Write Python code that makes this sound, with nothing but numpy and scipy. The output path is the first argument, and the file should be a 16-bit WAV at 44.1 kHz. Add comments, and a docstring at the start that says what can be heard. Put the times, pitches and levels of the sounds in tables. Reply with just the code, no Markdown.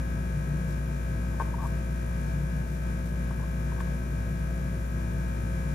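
"""A refrigerator compressor hums and buzzes in a quiet kitchen, with a mains tone, over the low drone of a fan.
Someone folds a pastry wrapper on a plastic cutting board; fingers softly knock and rub it a few times.
Machines: repeated shaft-turn waveform, mains harmonics, wavering tones and shaped noise.
Hands: impulses and stick-slip friction ring the board's modes; the wrapper is grainy noise, all in a short room tail."""
import sys
import numpy as np
from scipy import signal
from scipy.fft import rfft, irfft
from scipy.io import wavfile

SR = 44100
rng = np.random.default_rng(int(sys.argv[2]) if len(sys.argv) > 2 else 0)


def inscribe(sig):
    """Save sig as 16-bit PCM at rate SR to the path in sys.argv[1].

    A 1-D sig is mono; a 2-D sig holds one channel per row.
    Samples are clipped to [-1, 1] before scaling.
    """
    pcm = np.round(np.clip(np.atleast_2d(sig).T, -1, 1) * 32767)
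    wavfile.write(sys.argv[1], SR, pcm.astype(np.int16))


N = 253310
SHAFT_HZ, MAINS_HZ, TOP_HZ = 59.275, 60, 15300
FREQS = np.arange(N // 2 + 1) * SR / N
TIME = np.arange(N) / SR
# Signs of one quantity split evenly between left and right
LEFT_RIGHT = np.array([[1], [-1]])


def undb(db):
    """Decibels to gain."""
    return 10 ** (np.asarray(db) / 20)


def unit(x):
    """Scale to an rms of 1."""
    return x / np.sqrt(np.mean(x ** 2))


def pan(left_minus_right_db):
    """Left and right gains for a level difference."""
    return undb(LEFT_RIGHT / 2 * left_minus_right_db)


def along(table, hz):
    """The columns of a spectrum table, interpolated on a log-frequency axis."""
    points_hz, *columns = np.transpose(table)
    return [np.interp(np.log(hz + 1), np.log(points_hz), column) for column in columns]


def resonance(hz, width_hz):
    """Complex response of one resonance, gain 1 at its centre."""
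    damping = 1j * FREQS * width_hz
    return damping / (hz ** 2 - FREQS ** 2 + damping)


def walk(rate_hz):
    """Random drift with an rms of 1: noise under a Gaussian low-pass, without its mean."""
    lowpass = np.exp(-(FREQS / rate_hz) ** 2) * (FREQS > 0)
    return unit(irfft(rfft(rng.standard_normal(N)) * lowpass, N))


def diffuse(apart_hz):
    """Spectra of room noise at two microphones: alike in the bass, unrelated in the treble."""
    mid, side = rfft(rng.standard_normal((2, N)))
    alike = 1 / (1 + (FREQS / apart_hz) ** 4)
    return mid * np.sqrt((1 + alike) / 2) + LEFT_RIGHT * side * np.sqrt((1 - alike) / 2)


def fan(side_db=3.5, swell_db=4.0):
    """Narrow resonances waver in pitch and strength over a broad rush of air."""
    # Narrow tones, from drone to thin whine. Each row: frequency in Hz, width in Hz, level in dB rms.
    drone_tones = [(106.9, 3.36, -44.5), (119.9, 3.5, -58.5), (142.65, 5.35, -43), (147.9, 1, -41.5),
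                   (159.9, 9, -48), (276.7, 1.6, -59.5), (325.3, 6.2, -57.5), (582, 5.4, -66),
                   (664.4, 2.26, -62.5), (9970, 74, -72)]
    # Moving air and faint hiss. Each row: frequency in Hz, density in dB per Hz, left minus right in dB.
    air_curve = [(15, -77, 0), (45, -67, 0), (95, -64, 1), (130, -59, 1.5), (210, -65, 2), (295, -75, 1),
                 (390, -73.5, 2), (500, -80.5, 2), (630, -79, 3), (720, -84, 3), (830, -86, 3),
                 (1050, -84.3, 4), (1400, -88.5, 6), (1545, -82.5, 5), (1800, -87, 4), (2100, -91.5, 2),
                 (2360, -89.5, 2), (2600, -93.5, 2), (2950, -96.5, 2), (4600, -101.5, 4), (7400, -100.5, 7),
                 (7950, -104, 4), (9900, -97.5, 0), (10300, -103, 0), (11000, -99.5, 0), (15000, -101, 0)]
    drone = 0
    for hz, width_hz, db in drone_tones:
        tone_hz = hz + width_hz / 2 * walk(2 * width_hz)
        tone = np.sin(2 * np.pi * np.cumsum(tone_hz) / SR)
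        drone = drone + undb(db) * unit(tone * undb(swell_db * walk(2 * width_hz)))
    air_db, air_side_db = along(air_curve, FREQS)
    air_spectra = diffuse(apart_hz=397) * undb(air_db) * pan(air_side_db)
    air = irfft(air_spectra, N) * np.sqrt(SR / 2)  # density per Hz to samples
    return drone * pan(side_db) + air


def windings(side_db=3):
    """Magnetic hum: clean tones at even multiples of the mains rate."""
    # Each row: multiple of the mains rate, level in dB rms.
    mains_lines = [(2, -62), (4, -48.5), (6, -69), (8, -68), (10, -66)]
    tones = 0
    for multiple, db in mains_lines:
        turns = multiple * MAINS_HZ * TIME + rng.random()
        tones = tones + undb(db) * np.sin(2 * np.pi * turns)
    return np.sqrt(2) * tones * pan(side_db)


def compressor_lines(scatter_db=1.5, skew_limit_rad=0.69, opposed_skew_rad=2.89, port_lag_s=.00058):
    """Complex left and right strength of each multiple of the shaft rate, as the casing rattles every turn."""
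    # Lines with their own level, most of them strong, a few faint.
    # Each row: multiple of the shaft rate, level in dB rms, left minus right in dB.
    hum_lines = [(1, -31.2, 1.8), (2, -52.0, 5.0), (3, -40.6, -0.4), (4, -56.7, 4.4), (5, -59.8, -0.2),
                 (6, -54.8, 0.7), (7, -59.2, 6.4), (8, -59.7, 5.1), (9, -53.9, -1.6), (10, -55.1, -0.1),
                 (11, -58.2, -4.6), (12, -62.0, -0.9), (13, -71.5, 12), (14, -80, 6), (15, -54.1, 3.7),
                 (16, -70.5, -11.2), (17, -68.7, 5.1), (18, -58.5, 4), (19, -63, 4.5), (20, -79, 6),
                 (21, -64, 14.4), (22, -62.6, 15.2), (23, -70.9, 9.6), (25, -71.2, 15.6), (26, -61.5, 18.5),
                 (27, -61.6, 2.2), (28, -60.8, 20.8), (29, -59.5, -3.0), (30, -69.3, 9.2),
                 (32, -68.7, 13.7), (33, -71.6, 11.5), (34, -71.4, 18.8), (38, -67.2, 5.9),
                 (39, -67.6, 8.7), (40, -63.4, -0.7), (41, -66.4, 1.3), (42, -68.7, 7.6), (84, -77, 5),
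                 (98, -75.5, 6), (169, -74.5, 3), (186, -83, 2)]
    # All other lines. Each row: frequency in Hz, level of one line in dB rms, left minus right in dB.
    buzz_curve = [(770, -75, 10), (2000, -71, -3), (2550, -79, 8), (2720, -75.5, 12), (2980, -77.5, 2),
                  (3900, -79, 4), (4700, -84, 5), (5830, -80, 6.5), (7500, -81, 11), (7950, -90, 8),
                  (8500, -83, 0), (9900, -82, 3), (10300, -93, 5), (11000, -89, 6), (13500, -99, 10)]
    # Multiples of the shaft rate whose standing wave has a node between the microphones.
    opposed = (5, 7, 10, 12, 15, 17, 18, 19, 21, 22, 23, 28, 29, 33, 34)
    orders = np.arange(1, int(TOP_HZ / SHAFT_HZ))
    hz = orders * SHAFT_HZ
    # standing waves in the room give each line its own strength at each microphone
    scatter = scatter_db * rng.standard_normal((2, len(orders)))
    db, side_db = np.array(along(buzz_curve, hz)) + scatter
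    # the short waves of the buzz arrive from all sides
    skew_rad = rng.uniform(0, 2 * np.pi, len(orders))
    for order, line_db, line_side_db in hum_lines:
        k = order - 1
        db[k], side_db[k] = line_db, line_side_db
        # lines with their own level reach the left a little earlier; across a node the microphones nearly oppose
        lag_rad = min(2 * np.pi * hz[k] * port_lag_s, skew_limit_rad)
        skew_rad[k] = opposed_skew_rad if order in opposed else lag_rad
    # a different delay for each line smears the knock of a turn into a lightly fluttering buzz
    smear_rad = 0.65 - 0.62 * orders ** 2 + (hz / 4000) ** 2 * rng.standard_normal(len(orders))
    phase_rad = smear_rad + LEFT_RIGHT / 2 * skew_rad
    return orders, undb(db) * pan(side_db) * np.exp(1j * phase_rad)


def compressor(drift=0.00019, wobble_turns=0.00096, shimmer_db=1.5, waver_db=0.65, groups=5):
    """Every shaft turn repeats one rattle; the speed drifts and neighbouring lines shimmer apart."""
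    size = 8192  # samples of the one-turn waveform
    orders, lines = compressor_lines()
    turns = np.cumsum(SHAFT_HZ * (1 + drift * walk(2.25))) / SR
    sound = 0
    for group in range(groups):
        group_lines = lines * (orders % groups == group)
        spectra = np.pad(group_lines, ((0, 0), (1, 0)))  # no DC
        one_turn = irfft(spectra, size) * size / np.sqrt(2)
        # loose parts lead and lag the shaft slightly, so the flutter varies
        angle_turns = (turns + wobble_turns * walk(6.0)) % 1
        buzz = np.array([np.interp(angle_turns * size, np.arange(size), c) for c in one_turn])
        # the deep fundamental's group stays calm
        sound = sound + buzz * undb(shimmer_db * (group != 1) * walk(5.0))
    return sound * undb(waver_db * walk(6.0))


def wrapper(hz=6500, width_hz=9000, grain_db=4):
    """The thin pastry rustles in soft grainy swells as it is folded."""
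    # Each row: start in seconds, length in seconds, level at the crest in dB.
    rustles = [(.66, .1, -60), (1.389, 0.051, -54.5), (1.604, 0.098, -55.5), (2.2, 0.15, -63),
               (2.645, 0.16, -61), (3.02, 0.11, -60), (3.794, 0.028, -54)]
    swell = 0
    for start_s, length_s, db in rustles:
        progress = np.clip((TIME - start_s) / length_s, 0, 1)
        swell = swell + undb(db) * np.sin(np.pi * progress)
    grains = rng.standard_normal((2, N)) * undb(grain_db * walk(300))
    return swell * unit(irfft(rfft(grains) * resonance(hz, width_hz), N))


def board():
    """Response of the cutting board to soft skin, which hardly excites the treble."""
    # Resonances of the board on the counter. Each row: frequency in Hz, width in Hz, relative level in dB.
    board_modes = [(257, 45, 1), (410, 60, 3), (533, 25, 7), (663, 25, 10), (860, 65, 8.5), (938, 50, 11),
                   (1071, 55, 10.5), (1190, 100, 1), (1548, 45, 3), (1730, 90, -4), (2300, 300, -18)]
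    response = 0
    for k, (hz, width_hz, db) in enumerate(board_modes):
        response = response + (-1) ** k * undb(db) * resonance(hz, width_hz)
    return response / (1 + (FREQS / 2600) ** 4)


def rubs(slip_hz=420, uneven=0.41, squeak_width_hz=440, scrape=.6, press_share=0.64):
    """Skin sticks, slips in uneven jerks and scrapes; both ring the board, each stroke at its own pitch."""
    # Fingertip strokes; a dragged finger catches several times.
    # Each row: start in seconds, length in seconds, level in dB, squeak in Hz.
    strokes = [(1.225, .025, -48, 930), (1.299, .01, -50, 1000), (1.330, .02, -46.5, 1060),
               (1.41, .10, -52, 820), (1.522, .026, -41.5, 1000), (1.56, .068, -41.5, 1000),
               (1.614, .018, -37.5, 1060), (1.626, .021, -37, 1110), (1.641, .02, -39, 1190),
               (3.383, .022, -45.5, 950), (3.405, .04, -46, 1030), (3.708, .018, -47.5, 1020),
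               (3.745, .07, -46.5, 1000)]
    slip_count = np.floor(np.cumsum(slip_hz * np.exp(uneven * walk(191.8))) / SR)
    slips = unit(np.diff(slip_count, prepend=0))
    friction = unit(slips + scrape * rng.standard_normal(N))
    spectrum, modes = 0, board()
    for start_s, length_s, db, squeak_hz in strokes:
        # press harder up to press_share of the stroke, then let go
        force = undb(db) * np.interp((TIME - start_s) / length_s, [0, press_share, 1], [0, 1, 0])
        body = modes * resonance(squeak_hz, squeak_width_hz)
        spectrum = spectrum + rfft(friction * force) * body / np.sqrt(np.mean(np.abs(body) ** 2))
    return irfft(spectrum, N)


def taps(scuff_db=-38, scuff_s=0.025, scuff_hz=1150, scuff_width_hz=1400):
    """Each contact rings the board once, with a short dull scuff; a fingernail is brighter than the pad."""
    # Fingertip contacts; a finger that lands hard chatters in several quick ones.
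    # Each row: time in seconds, relative level in dB, brightness in dB per octave.
    contacts = [(1.3977, -16.5, 3), (1.4043, -17.5, 2), (1.4107, -21.5, 0), (1.4173, -20.5, -6),
                (3.3066, -27.5, 1), (3.8036, -25.5, 14), (3.872, -36, 1)]
    out, body = 0, board()
    for s, db, bright_db in contacts:
        tilt = undb(bright_db * np.log2(np.clip(FREQS, 400, 2500) / 1000))
        knock = irfft(body * tilt * np.exp(-2j * np.pi * FREQS * s), N)
        scuff_color = tilt * resonance(scuff_hz, scuff_width_hz) ** 2
        scuff = unit(irfft(rfft(rng.standard_normal(N)) * scuff_color, N))
        scuff = scuff * (TIME > s) * np.exp(-np.abs(TIME - s) / scuff_s)
        # the scuff grows more slowly with force than the knock does
        out = out + undb(db) * knock / np.abs(knock).max() + undb(scuff_db + db / 2) * scuff
    return out


def room(x, t60_s=0.6, wet_db=-13):
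    """Hard kitchen walls add a short decaying tail, different at each microphone."""
    t = TIME[:SR // 2]
    tail = rng.standard_normal((2, len(t))) * np.exp(-np.log(1000) * t / t60_s)
    tail /= np.sqrt(np.sum(tail ** 2, axis=1, keepdims=True))
    return x + undb(wet_db) * signal.fftconvolve(x, tail, axes=1)[:, :N]


def fingers(side_db=6.5, tap_db=-4):
    """Taps, rubs and wrapper share one room; the hands work a little to the left."""
    hands = undb(tap_db) * taps() + rubs() + wrapper()
    return room(hands * pan(side_db))


def scene():
    """The machines and the hands together."""
    return fan() + windings() + compressor() + fingers()


def record(dry):
    """The recorder cuts the top of the treble with a steep elliptic low-pass."""
    lowpass = signal.ellip(10, .1, 80, TOP_HZ, fs=SR, output="sos")
    return signal.sosfilt(lowpass, dry)


dry = scene()
out = record(dry)
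inscribe(out)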